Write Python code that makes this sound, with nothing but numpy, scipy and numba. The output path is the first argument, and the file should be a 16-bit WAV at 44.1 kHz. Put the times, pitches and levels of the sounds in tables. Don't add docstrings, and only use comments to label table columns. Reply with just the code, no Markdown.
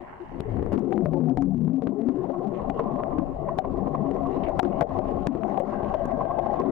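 import sys
import numpy as np
from scipy import signal
from scipy.fft import rfft, irfft, next_fast_len
from scipy.io import wavfile
from scipy.ndimage import uniform_filter1d, map_coordinates
from numba import njit

SR = 44100
rng = np.random.default_rng(int(sys.argv[2]) if len(sys.argv) > 2 else 0)


def digitize_waveform(pressure):
    field = np.atleast_2d(pressure).T
    bounded = np.clip(field, -1, 1)
    quanta = np.round(bounded * 32767).astype(np.int16)
    wavfile.write(sys.argv[1], SR, quanta)


N = 295911

# start in seconds, length in seconds, first pitch in Hz,
# last pitch in Hz, relative level in dB.
AIR_POCKETS = [(0, 0.0486, 348, 354, -31.5), (0, 0.046, 254, 255, -33), (0.194, .052, 361, 340, -24),
               (.447, .034, 437, 422, -22.5), (0.467, .1, 119.9, 98, -16.5), (.562, 0.08, 79, 67, -16.5),
               (0.588, .087, 448, 400, -26.5), (.66, .11, 81.2, 77.2, -24.5),
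               (.715, 0.054, 349, 355, -10.5), (.72, 0.082, 260.4, 243.8, -11),
               (0.729, .15, 201, 201.7, -15.5), (0.814, 0.055, 401.5, 444, -16),
               (.865, .06, 403, 398, -18.5), (0.869, .06, 349, 339, -15), (0.904, .12, 311.7, 309.3, -20.5),
               (.915, 0.025, 747, 770, -12.5), (.94, .075, 215.5, 203, -9.5),
               (0.953, 0.077, 348.6, 356, -12.5), (1.012, .045, 187.5, 163.6, -10.5),
               (1.055, 0.044, 614, 586, -18.5), (1.06, 0.14, 158.3, 158.2, -12),
               (1.114, .06, 256.2, 265, -11), (1.12, .12, 365.4, 342, -17), (1.131, 0.071, 538, 532, -21.5),
               (1.137, 0.055, 857, 878, -27), (1.19, .12, 158.4, 154.3, -10), (1.187, .09, 243, 248, -9),
               (1.269, .06, 721, 690, -21.5), (1.279, .058, 260, 262, -1), (1.3, 0.11, 130.3, 134.6, -16.5),
               (1.37, .05, 718, 729, -19), (1.375, .1, 276, 269, -8), (1.41, .15, 183.1, 192.3, -13.5),
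               (1.46, .14, 156.6, 150.6, -14.5), (1.47, .09, 269.7, 264.6, -15.5),
               (1.497, .12, 111, 121.7, -23.5), (1.54, .11, 237.8, 238.4, -11.5),
               (1.59, 0.12, 191.2, 195.3, -13), (1.6, .1, 149.9, 163.9, -11),
               (1.662, .065, 241.7, 251.7, -6.5), (1.69, 0.08, 160.1, 170.2, -20.5),
               (1.726, .078, 269.6, 261.7, -8), (1.829, 0.098, 259, 254.4, -11),
               (1.83, 0.14, 191, 210.5, -21), (1.95, .1, 393.4, 449.3, -20),
               (1.977, 0.087, 270, 277.7, -14.5), (2.0, .08, 221.4, 241.7, -14.5),
               (2.046, 0.22, 367, 370.2, -20.5), (2.058, .065, 255.4, 263.3, -6),
               (2.139, 0.042, 275, 290.6, -13), (2.233, 0.18, 345, 355, -23.5),
               (2.255, 0.053, 205.5, 201, -17), (2.455, 0.044, 208.7, 210.6, -13.5),
               (2.856, 0.055, 209.5, 218, -18), (2.926, .045, 252, 257, -13.5),
               (3.025, 0.053, 269.5, 268, -23), (3.13, 0.05, 306, 310, -17), (3.177, .07, 265, 272, -12.5),
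               (3.358, 0.17, 652.3, 636, -28), (3.5, .05, 700, 660, -21), (3.38, .2, 146, 150.2, -26),
               (3.76, 0.14, 266.8, 270, -23.5), (3.85, .3, 148.4, 148.4, -25.5),
               (3.994, .1, 651.6, 670, -24.5), (4.024, .09, 270.6, 272, -16),
               (4.123, 0.045, 367.4, 384, -17.5), (4.202, .09, 695, 708, -18),
               (4.216, .11, 278.5, 264.5, -16.5), (4.358, .045, 268.4, 267, -18),
               (4.602, .115, 365, 352, -10.5), (4.64, .08, 207, 194.5, -11), (4.91, .11, 86, 107, -21),
               (5.161, .075, 282.6, 258, -20), (5.272, 0.045, 238, 265.4, 2),
               (5.988, .065, 693.4, 655, -16), (6.125, .04, 253, 257, -15), (6.48, 0.074, 853, 775, -19)]
POCKET_WAVER_OCT = .012
POCKET_EDGE_S = .014

# time in seconds, relative level of large bubbles in dB, of small ones in dB.
BUBBLE_FLOW = [(0, -75, -45), (.22, -53.5, -68), (.36, -40.5, -50.5), (.85, -31, -41.5), (1.22, -34, -37),
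               (1.55, -39, -52), (1.75, -37.5, -50.5), (1.9, -34.5, -45), (2.15, -37.5, -46.5),
               (2.42, -35, -38.5), (3.05, -36, -35.5), (3.35, -39.5, -41.5), (4.15, -31, -36),
               (4.4, -35.5, -38.5), (4.65, -32, -31.5), (4.8, -35, -38), (4.87, -37, -38.5),
               (4.95, -34, -35.5), (5.6, -35, -34.5), (6.301, -38.5, -33), (6.71, -29.5, -33.5)]
LUMP_DB, LUMPS_PER_S = 1.5, 16
# frequency in Hz, relative gain in dB.
LARGE_COLOUR = [(70, -40.5), (125, -6), (155, -3.5), (180, -2.5), (215, 2.5), (238, -8), (268, 6.5),
                (305, -9.5), (335, 0), (366, 2.5), (410, -2), (510, -6), (700, -24), (1500, -100)]
SMALL_COLOUR = [(300, -25), (500, -16), (592, 2), (625, -17), (650, 2.5), (700, -1.5), (770, -1.5),
                (900, -16), (1060, -22.5), (1300, -30), (2000, -49.5), (3000, -47.5), (5000, -61),
                (12000, -105)]

# start in seconds, ring pitch in Hz, relative ring level in dB,
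# relative push level in dB.
CASE_SLAPS = [(.404, 162.2, -27, -10.5), (.569, 242.3, -20.5, -14), (.595, 361, -20.5, -12.5),
              (.627, 402, -12, -11.5), (.663, 345.4, -13, -15), (.72, 549, -12.5, -9.5),
              (.73, 264, -8, -7.5), (.739, 329.6, -2.5, -12), (0.75, 343.5, -9.5, -13),
              (.778, 230, -7, -17.5), (.924, 751, -11.5, -13), (.978, 377, -9, -9), (1.058, 572, -7, -4.5),
              (1.135, 533, -16, -12.5), (1.297, 716, -14, -19.5), (1.373, 707, -11.5, -4.5),
              (1.423, 291, -6, -5), (1.68, 172.3, -16.5, -9.5), (1.821, 450, -13, -17),
              (1.87, 273.7, -11, -10), (2.087, 295, -7.5, -10.5), (2.242, 787, -17.5, -27.5),
              (2.297, 569, -11.5, -28.5), (2.699, 691, -8, -6), (2.795, 453, -2, -12.5),
              (3.001, 703, -14.5, -26), (3.107, 687, -17, -25), (3.184, 280.8, -2.5, -14.5),
              (3.587, 750, 4, -4.5), (3.648, 667, -9.5, -29), (3.948, 694, -10.5, -27),
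              (4.112, 427, -15, -12.5), (4.485, 626, -7.5, -15.5), (4.594, 737, 12.5, 6.5),
              (4.631, 346.5, 4, -6.5), (4.651, 366.4, 0, -15.5), (4.81, 678, 9.5, 2.5),
              (4.817, 473.5, 2, 4), (4.823, 598, 2.5, 6), (4.908, 635, -11.5, -30), (4.99, 608, -4, -17),
              (5.088, 559, -9.5, -24), (5.271, 260, 8, 8.5), (5.351, 348, -9, -7.5),
              (5.433, 730, -24.5, -22.5), (5.449, 655, -13.5, -23), (5.544, 780, -11, -27),
              (5.576, 773, -3.5, -17), (5.601, 532, -6, -14.5), (5.833, 683, -9.5, -11.5),
              (5.941, 623, -4.5, -23.5), (6.055, 241.4, -14, -10.5), (6.207, 736, -11, -23),
              (6.389, 682, -3.5, -24.5), (6.461, 728, -6.5, -25), (6.54, 717, -7.5, -34.5),
              (6.6, 383, -6.5, -26.5)]
RING_CYCLES = 41
SPLINTER_DB, SPLINTER_OCT, SPLINTER_S = -8, .3, .005
RUSH_DB, RUSH_S = -16.5, 0.0064
# frequency in Hz, relative gain in dB.
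FOAM_COLOUR = [(100, -3), (350, 3.5), (750, 4), (1100, 0), (1500, -12), (2500, -26), (4000, -37.5),
               (8000, -54), (15000, -78)]
# frequency in Hz, gain in dB.
CASE_MUFFLING = [(100, 0.5), (800, 0), (1100, -1.5), (1500, -17.5), (4000, -31.5)]

# time in seconds,
# relative level in dB, brightness in dB per octave.
RECORDER_SNAPS = [(.401, -25, 0), (0.4059, -13, 3), (.569, -28.5, 2.5), (.595, -30, -1), (0.628, -26, 1.5),
                  (.663, -28.5, 0), (0.7219, -25.5, -3), (.726, -19.5, 0.5), (.731, -16.5, 2),
                  (.7395, -8, 0), (0.743, -21, -2), (0.747, -23.5, -0.5), (.753, -23, 0), (.778, -19, -5.5),
                  (.792, -24, 4.5), (0.795, -27, 4), (0.9265, -16.5, -1), (0.931, -24, 0), (.937, -24, -3),
                  (.979, -24.5, 0), (1.053, -25.5, 6.5), (1.0586, -20, 1.5), (1.063, -22.5, -2),
                  (1.133, -23.5, 2), (1.138, -23, 1.5), (1.297, -18, -1), (1.3736, -11.5, -1.5),
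                  (1.385, -28.5, -4), (1.4225, -17.5, 0), (1.425, -24.5, 3), (1.822, -26, -2.5),
                  (1.8724, -19, -4.5), (2.018, -28.5, 0), (2.0889, -21, 0.5), (2.696, -26, 2.5),
                  (2.701, -15, -2.5), (2.702, -22.5, -0.5), (2.793, -29, -0.5), (2.803, -25, -2.5),
                  (3.036, -20, -4.5), (3.186, -17.5, -0.5), (3.199, -26.5, 3), (3.582, -24, 3.5),
                  (3.5863, -15, -0.5), (3.589, -6, 2.5), (3.595, -20.5, -3), (3.954, -29.5, 3),
                  (4.113, -21.5, -3.5), (4.144, -32.5, 0), (4.164, -26, -5.5), (4.235, -26.5, -2),
                  (4.271, -27.5, 0.5), (4.493, -22, 3), (4.589, -30.5, 7.5), (4.596, -1, 1),
                  (4.5965, 6.5, -5), (4.598, 8, -3.5), (4.599, 2, -1.5), (4.627, -24.5, 7),
                  (4.63, -4.5, -3.5), (4.636, -20, -0.5), (4.65, -14, -4), (4.663, -17.5, 1),
                  (4.809, -20, -3), (4.8128, -11.5, 3.5), (4.815, -9, 0), (4.8252, -12, 1.5),
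                  (4.826, -14.5, -1.5), (4.989, -25, 0.5), (4.99, -26.5, 2), (5.204, -29.5, 0.5),
                  (5.267, -25.5, 2.5), (5.268, -20, -0.5), (5.272, 8.5, 0), (5.351, -31, -4.5),
                  (5.435, -20.5, -9), (5.575, -17, -4.5), (5.597, -21, 5.5), (5.602, -22.5, 3.5),
                  (5.847, -23.5, -4.5), (5.944, -18.5, -1.5), (5.949, -21, -2.5), (6.056, -19, 6),
                  (6.391, -19.5, 1), (6.533, -28, 3.5), (6.6, -18.5, -1), (6.618, -24, -1)]
SNAP_S, SNAP_PIVOT_HZ = .00019, 4000
# frequency in Hz, relative gain in dB.
SNAP_COLOUR = [(300, -7.5), (1200, 13.5), (2500, 5), (4000, -4.5), (6000, -11), (9000, -17), (15000, -28)]

# start in seconds, length in seconds,
# share of the crests that tick.
TICK_SPANS = [(0.83, .26, .4), (1.112, 0.19, .6), (1.505, .2, .35), (1.732, 0.051, .6), (1.95, 0.24, .35),
              (4.099, .22, .3), (4.61, .1, .7)]
CALM_SHARE = 0.18
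TICK_DB, TICK_SPREAD_DB = -24, 3
CREST_LIMIT = 0.19
# frequency in Hz, relative gain in dB.
TICK_COLOUR = [(500, -15), (1300, -2), (2500, -6), (4000, -12.5), (6000, -18), (9000, -25), (15000, -45.5)]

# time of the crest in seconds, relative level in dB.
SURFACE_SPLASHES = [(2.343, -41.5), (2.596, -37), (2.801, -28), (2.995, -34.5), (3.13, -38.5), (3.197, -36),
                    (3.489, -32.5), (3.649, -38), (3.794, -43.5), (3.872, -34), (3.95, -31.5),
                    (4.059, -39.5), (4.165, -38.5), (4.259, -37), (4.364, -37.5), (4.44, -39), (4.51, -34),
                    (4.969, -36.5), (5.18, -41.5), (5.559, -39.0), (5.732, -35.5), (5.858, -36.5),
                    (6.048, -44), (6.112, -42.5), (6.212, -31.5), (6.311, -35.5), (6.45, -39),
                    (6.535, -43.5), (6.601, -32.5), (6.661, -38.5)]
SPLASH_RISE_S, SPLASH_FALL_S = 0.0099, 0.012
# frequency in Hz, relative gain in dB.
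SPLASH_COLOUR = [(300, -24), (700, -6), (900, -2.5), (1070, 11), (1200, -6), (1400, -26.5), (2000, -22.5),
                 (2800, -38.5), (6000, -64.5)]

# time in seconds, relative wash level in dB, relative spray level in dB.
SURFACE_WATER = [(0, -54, -66.5), (.4, -54, -67), (.95, -54, -68.5), (1.4, -60.5, -86.5), (1.8, -59, -78.5),
                 (2.05, -52, -70.5), (2.55, -47, -63.5), (2.85, -38, -65), (3.3, -46, -67.5),
                 (3.9, -44.5, -64.5), (4.55, -42, -59.5), (4.8, -40.5, -61.5), (4.85, -50, -71),
                 (4.9, -40.5, -59.5), (5.3, -46, -61.5), (5.85, -43, -58.5), (6.3, -42.5, -63.5),
                 (6.71, -43.5, -59)]
SURGE_DB, SURGES_PER_S = 2, 22
SPRAY_SURGE_DB, SPRAY_SURGES_PER_S = 2, 18
FIZZ_DB, FIZZ_SPREAD_DB = -4, 5.5
# frequency in Hz, relative gain in dB.
WASH_LEFT_COLOUR = [(25, 7), (90, -14), (125, -3), (148, 12), (180, -4), (212, 6), (238, -2.5), (268, 7),
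                    (305, -3.5), (366, 0), (410, -2.5), (465, -0.5), (505, -6), (590, -3.5), (700, -2),
                    (800, -11.5), (1080, -5), (1400, -48.5), (2500, -59.5), (6000, -100)]
WASH_RIGHT_COLOUR = [(25, 0.5), (110, -1.5), (260, 2.5), (305, -17.5), (355, 6), (460, -19), (700, -1.5),
                     (900, -16.5), (1070, 5.5), (1180, -7), (1350, -27), (2500, -37.5), (6000, -100)]
SPRAY_COLOUR = [(600, -21.5), (1300, 6), (1620, -2), (1800, -2), (2000, 0), (2400, -13), (2750, -9),
                (3350, -17.5), (3700, -19.5), (5000, -25.5), (7500, -32.5), (9000, -41), (15500, -55)]
FIZZ_COLOUR = [(500, -12), (1300, 6.5), (2500, -4.5), (4000, -10.5), (6000, -25.5), (9000, -28.5),
               (15000, -37)]

# start in seconds, length in seconds, centre in Hz, width in Hz,
# relative level in dB.
SPRAY_SHEETS = [(0, 0.87, 850, 620, -47.5), (0, 0.22, 1893, 1100, -58), (0, 1, 2840, 800, -73.5),
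                (0.072, 0.14, 1480, 420, -57), (0.202, 0.66, 1840, 996, -59.5),
                (2.538, 0.054, 2410, 2580, -58.5), (4.432, 0.029, 2500, 2410, -49),
                (4.46, 0.033, 2200, 1770, -49.5), (5.68, 1.0, 1580, 170, -53.5)]

# time in seconds, relative rumble level in dB.
EDDY_RUMBLE = [(0, -53), (.2, -61), (.45, -44.5), (1.35, -47), (1.65, -56), (2.25, -61), (2.7, -43.5),
               (3.7, -46.5), (4.4, -46.5), (5.2, -44.5), (5.9, -47.5), (6.4, -45), (6.71, -59)]
EDDY_SWELL_DB, EDDY_SWELLS_PER_S = 5, 5.6
WAKE_DB, WAKE_S = -34.5, 0.0076
# frequency in Hz, relative gain in dB.
RUMBLE_COLOUR = [(12, -6.5), (30, 10), (60, 5), (100, 5), (150, -17), (300, -57.5), (600, -120)]

# time in seconds, lower pitch in Hz, upper pitch in Hz.
CAMERA_WHINE = [(0, 7800, 11070), (.65, 7800, 11000), (.9, 7600, 11680), (1.7, 7500, 11700),
                (2.1, 7500, 11300), (6.71, 7250, 11230)]
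WHINE_DB, WHINE_WAVER_HZ = -97, 55
FLOOR_DB = -83.5

# frequency in Hz, gain in dB.
MICROPHONE_COLOUR = [(20, -6), (2500, 0.5), (5000, 0), (9000, 0), (15000, 4)]
TOP_HZ = 15800
LIMIT_DB = -11
FADE_S = .004


def gulps():
    out = np.zeros(N)
    for s, length, first_hz, last_hz, db in AIR_POCKETS:
        u = np.linspace(0, 1, int(length * SR))
        glide = first_hz + (last_hz - first_hz) * u
        pitch = glide * 2 ** (POCKET_WAVER_OCT * wobble(56, len(u)))
        edge = np.minimum(np.minimum(u, 1 - u) * length / POCKET_EDGE_S, 1)
        swell = np.sin(np.pi / 2 * edge) ** 2 * amp(db + 1.8 * wobble(27, len(u)))
        add(out, s, swell * np.sin(2 * np.pi * np.cumsum(pitch) / SR))
    return from_left(amp(-4.5) * out, right_db=-15.5)


def churn():
    large_db, small_db = [db + LUMP_DB * wobble(LUMPS_PER_S, N) for db in curves(BUBBLE_FLOW)]
    large = bubbles(121.2, 543, cycles=36, spread_db=-1.0, rise=0.054, count=2000)
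    large = coloured(large + 0.1 * rng.standard_normal(N), LARGE_COLOUR)
    small = bubbles(457, 1396, cycles=63, spread_db=2.0, rise=0.012, count=2400)
    small = coloured(small + 1.7 * rng.standard_normal(N), SMALL_COLOUR)
    large_stream = from_left(amp(large_db + 9.5) * large, right_db=-18.5)
    small_stream = from_left(amp(small_db + 8) * small, right_db=-27.5)
    return large_stream + small_stream


def bubbles(low_hz, high_hz, cycles, spread_db, rise, count):
    when, pitch, size, life = rng.random((count, 4)).T[:, :, None]
    t = np.arange(SR // 16) / SR
    hz = low_hz * (high_hz / low_hz) ** pitch
    age = t * hz / (cycles * (.5 + life))
    phase = 2 * np.pi * hz * t * (1 + rise * np.minimum(age, 1))
    ring = np.sin(phase) * amp(-60 * age) * (1 - np.exp(-2 * hz * t))
    strength = amp(-spread_db * np.log(1 - .97 * size)) * np.sqrt(hz)
    ring *= strength * (1 - t / t[-1])
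    at = (when * N).astype(int) + np.arange(len(t))
    return unit(np.bincount(at.ravel(), ring.ravel(), N)[:N])


def slaps():
    rings, pushes, foam = np.zeros((3, N))
    t = np.arange(SR // 6) / SR
    before = t[:SR // 20]
    for s, hz, ring_db, push_db in CASE_SLAPS:
        splinters = np.zeros(len(t))
        for delay, pitch in rng.standard_normal((4, 2)):
            splinters += trapped_air(t - SPLINTER_S * abs(delay), hz * 2 ** (SPLINTER_OCT * pitch))
        add(rings, s, amp(ring_db) * (trapped_air(t, hz) + amp(SPLINTER_DB) * splinters))
        fall = amp(ring_db - 60 * t * hz / RING_CYCLES) * np.exp(-t / 0.025)
        add(foam, s, fall * (1 - np.exp(-t / 0.00015)))
        rush = amp(ring_db + RUSH_DB) * np.exp(-before[::-1] / RUSH_S)
        add(foam, max(s - before[-1], 0), rush)
        u = t / 0.00056
        add(pushes, s, amp(push_db) * u * u * (3 - u) * np.exp(-u))
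    foam_noise = coloured(rng.standard_normal((2, N)), FOAM_COLOUR)
    burst = amp(-20.0) * foam * foam_noise * amp([[0], [-6]])
    muffled = filtered(rings, lambda hz: along(CASE_MUFFLING, hz))
    return from_left(amp(-5.0) * muffled, right_db=-24.0) + from_left(pushes, right_db=-8.0) + burst


def trapped_air(t, hz):
    t = np.maximum(t, 0)
    return amp(-60 * t * hz / RING_CYCLES) * (1 - np.exp(-t / 0.00029)) * np.sin(2 * np.pi * hz * t)


def recorder_snaps():
    out, size = np.zeros(N), SR // 80
    t, hz = np.arange(size) / SR, np.fft.rfftfreq(size, 1 / SR)
    age = np.maximum(t - t[-1] / 2, 0) / SNAP_S
    octaves = np.log2(np.maximum(hz, SNAP_PIVOT_HZ / 4) / SNAP_PIVOT_HZ)
    for s, db, brightness in RECORDER_SNAPS:
        crack = rng.standard_normal(size) * age * np.exp(-age)
        colour = along(SNAP_COLOUR, hz) * amp(db + brightness * octaves)
        add(out, s - t[-1] / 2, irfft(rfft(crack / np.linalg.norm(crack)) * colour, size))
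    return from_left(out, right_db=-23.0)


def recorder_ticks(water):
    crests = signal.find_peaks(water[0], distance=SR // 400)[0]
    spread_db = TICK_SPREAD_DB * np.clip(rng.standard_normal(N), -2, 2)
    strength = (rng.random(N) < tick_chance()) * amp(TICK_DB + spread_db)
    ticks = np.zeros(N)
    ticks[crests] = np.clip(water[0, crests] / CREST_LIMIT, 0, 1) ** 2 * strength[crests]
    return from_left(filtered(ticks, lambda hz: along(TICK_COLOUR, hz)), right_db=-25.5)


def tick_chance():
    chance = np.full(N, CALM_SHARE)
    for s, length, share in TICK_SPANS:
        chance[round(s * SR):round((s + length) * SR)] = share
    return chance


def splashes():
    t, level = np.arange(N) / SR, np.zeros(N)
    for s, db in SURFACE_SPLASHES:
        level += amp(db) * np.exp(-((t - s) / np.where(t < s, SPLASH_RISE_S, SPLASH_FALL_S)) ** 2)
    shared, own = coloured(droplets(spread_db=0.5, count=8000), SPLASH_COLOUR)
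    return level * np.array([shared + own, amp(3.0) * shared])


def splashing():
    wash_db, spray_db = curves(SURFACE_WATER)
    shared, own = rng.standard_normal((2, N))
    left = amp(10.0) * coloured(shared + 1.4 * own, WASH_LEFT_COLOUR)
    right = amp(4.5) * coloured(shared, WASH_RIGHT_COLOUR)
    wash = amp(wash_db + SURGE_DB * wobble(SURGES_PER_S, N)) * np.array([left, right])
    patter = patchy(droplets(spread_db=5.0, count=5000), depth_db=3.5)
    hiss = amp(8.5) * coloured(patter, SPRAY_COLOUR)
    fizz = coloured(clicks(FIZZ_SPREAD_DB, count=900), FIZZ_COLOUR)
    fizz = amp(FIZZ_DB) * from_left(fizz, right_db=-10.5)
    spray_level = amp(spray_db + SPRAY_SURGE_DB * wobble(SPRAY_SURGES_PER_S, N))
    return wash + spray_level * (hiss + fizz) * amp([[0], [-9]])


def sheets():
    out = np.zeros((2, N))
    patter = droplets(spread_db=8.0, count=7000)
    for s, length, centre_hz, width_hz, db in SPRAY_SHEETS:
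        count = int(length * SR)
        hz = np.fft.rfftfreq(count, 1 / SR)
        response = 1 / (1 + (2 * (hz - centre_hz) / width_hz) ** 2) ** 2
        band = irfft(rfft(patter[:, round(s * SR):], count) * response, count)
        swell = np.abs(np.sin(np.pi * np.linspace(0, 1, count) ** 0.54)) ** 0.49
        add(out, s, amp(db) * unit(band) * swell)
    return out * amp([[-1], [1]])


def eddies():
    level_db = curves(EDDY_RUMBLE)[0]
    level = amp(level_db + EDDY_SWELL_DB * wobble(EDDY_SWELLS_PER_S, N))
    u = np.arange(SR // 2) / SR / WAKE_S
    for s, _, _, push_db in CASE_SLAPS:
        add(level, s, amp(push_db + WAKE_DB) * np.sqrt(u) * np.exp(-u))
    shared, own = coloured(rng.standard_normal((2, N)), RUMBLE_COLOUR)
    return amp(12) * level * (from_left(shared, right_db=-18.5) + np.outer([0, amp(-7.5)], own))


def camera():
    pitches = [hz + WHINE_WAVER_HZ * wobble(300, N) for hz in curves(CAMERA_WHINE)]
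    whine = amp(WHINE_DB) * sum(np.sin(2 * np.pi * np.cumsum(hz) / SR) for hz in pitches)
    # frequency in Hz, relative gain in dB.
    hiss_colour = [(2000, -2.5), (7500, 0), (9500, -7.5), (11500, -3.5), (12800, -17), (15000, -23.5)]
    return whine + amp(FLOOR_DB) * coloured(rng.standard_normal((2, N)), hiss_colour)


def clicks(spread_db, count):
    when, size, sign = rng.random((count, 3)).T
    gain = amp(-spread_db * np.log(1 - .96 * size))
    return np.bincount((when * N).astype(int), np.sign(sign - .5) * gain, N)


def droplets(spread_db, count):
    patter = np.array([unit(clicks(spread_db, count)) for _ in range(2)])
    return patter + .6 * rng.standard_normal((2, N))


def patchy(x, depth_db):
    z = signal.stft(x, nperseg=512)[2]
    field = uniform_filter1d(rng.standard_normal(z.shape[1:]), size=5, axis=0)
    field = uniform_filter1d(field, size=16, axis=1)
    return signal.istft(z * amp(depth_db * unit(field)), nperseg=512)[1][:, :N]


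def from_left(x, right_db):
    return np.array([x, amp(right_db) * x])


def amp(db):
    return 10 ** (np.asarray(db) / 20)


def unit(x):
    return x / np.sqrt(np.mean(x ** 2) + 1e-20)


def curves(rows):
    s, *cols = np.transpose(rows)
    return [np.interp(np.arange(N) / SR, s, c) for c in cols]


def wobble(rate, size):
    return map_coordinates(rng.standard_normal(int(size * rate / SR) + 4), [np.arange(size) * rate / SR])


def along(points, hz):
    f, db = np.transpose(points)
    return amp(np.interp(np.log(hz + 1), np.log(f), db))


def filtered(x, response):
    m = next_fast_len(N + SR // 2)
    return irfft(rfft(x, m) * response(np.fft.rfftfreq(m, 1 / SR)), m)[..., :N]


def coloured(x, spectrum):
    return unit(filtered(x, lambda hz: along(spectrum, hz)))


def add(track, s, sound):
    part = track[..., round(s * SR):][..., :sound.shape[-1]]
    part += sound[..., :part.shape[-1]]


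@njit
def follow(level, attack, hold, release):
    out, peak, wait = np.zeros(len(level)), 0.0, 0.0
    for i in range(len(level)):
        wait -= 1
        if level[i] > peak:
            peak += (level[i] - peak) / attack
            wait = hold
        elif wait < 0:
            peak -= peak / release
        out[i] = peak
    return out


def compressed(x, threshold_db, slope, attack, hold, release):
    peak = follow(np.abs(x).max(axis=0), max(attack * SR, 1.0), hold * SR, release * SR)
    return x * np.maximum(peak / amp(threshold_db), 1) ** -min(slope, 1)


def scene():
    water = gulps() + churn() + slaps()
    close = water + recorder_snaps() + recorder_ticks(water)
    surface = splashes() + splashing() + sheets()
    return close + surface + eddies() + camera()


def record(dry):
    x = compressed(dry, threshold_db=-14.5, slope=0.35, attack=0.000082, hold=0.012, release=0.051)
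    x = compressed(x, threshold_db=LIMIT_DB, slope=.55, attack=0.00018, hold=0.014, release=0.023)
    x = x / (1 + (x / .35) ** 8) ** (1 / 8)
    ends = np.minimum(np.minimum(np.arange(N), np.arange(N)[::-1]) / (FADE_S * SR), 1)
    return filtered(x * ends, lambda hz: along(MICROPHONE_COLOUR, hz) * (hz < TOP_HZ))


dry = scene()
out = record(dry)
digitize_waveform(out)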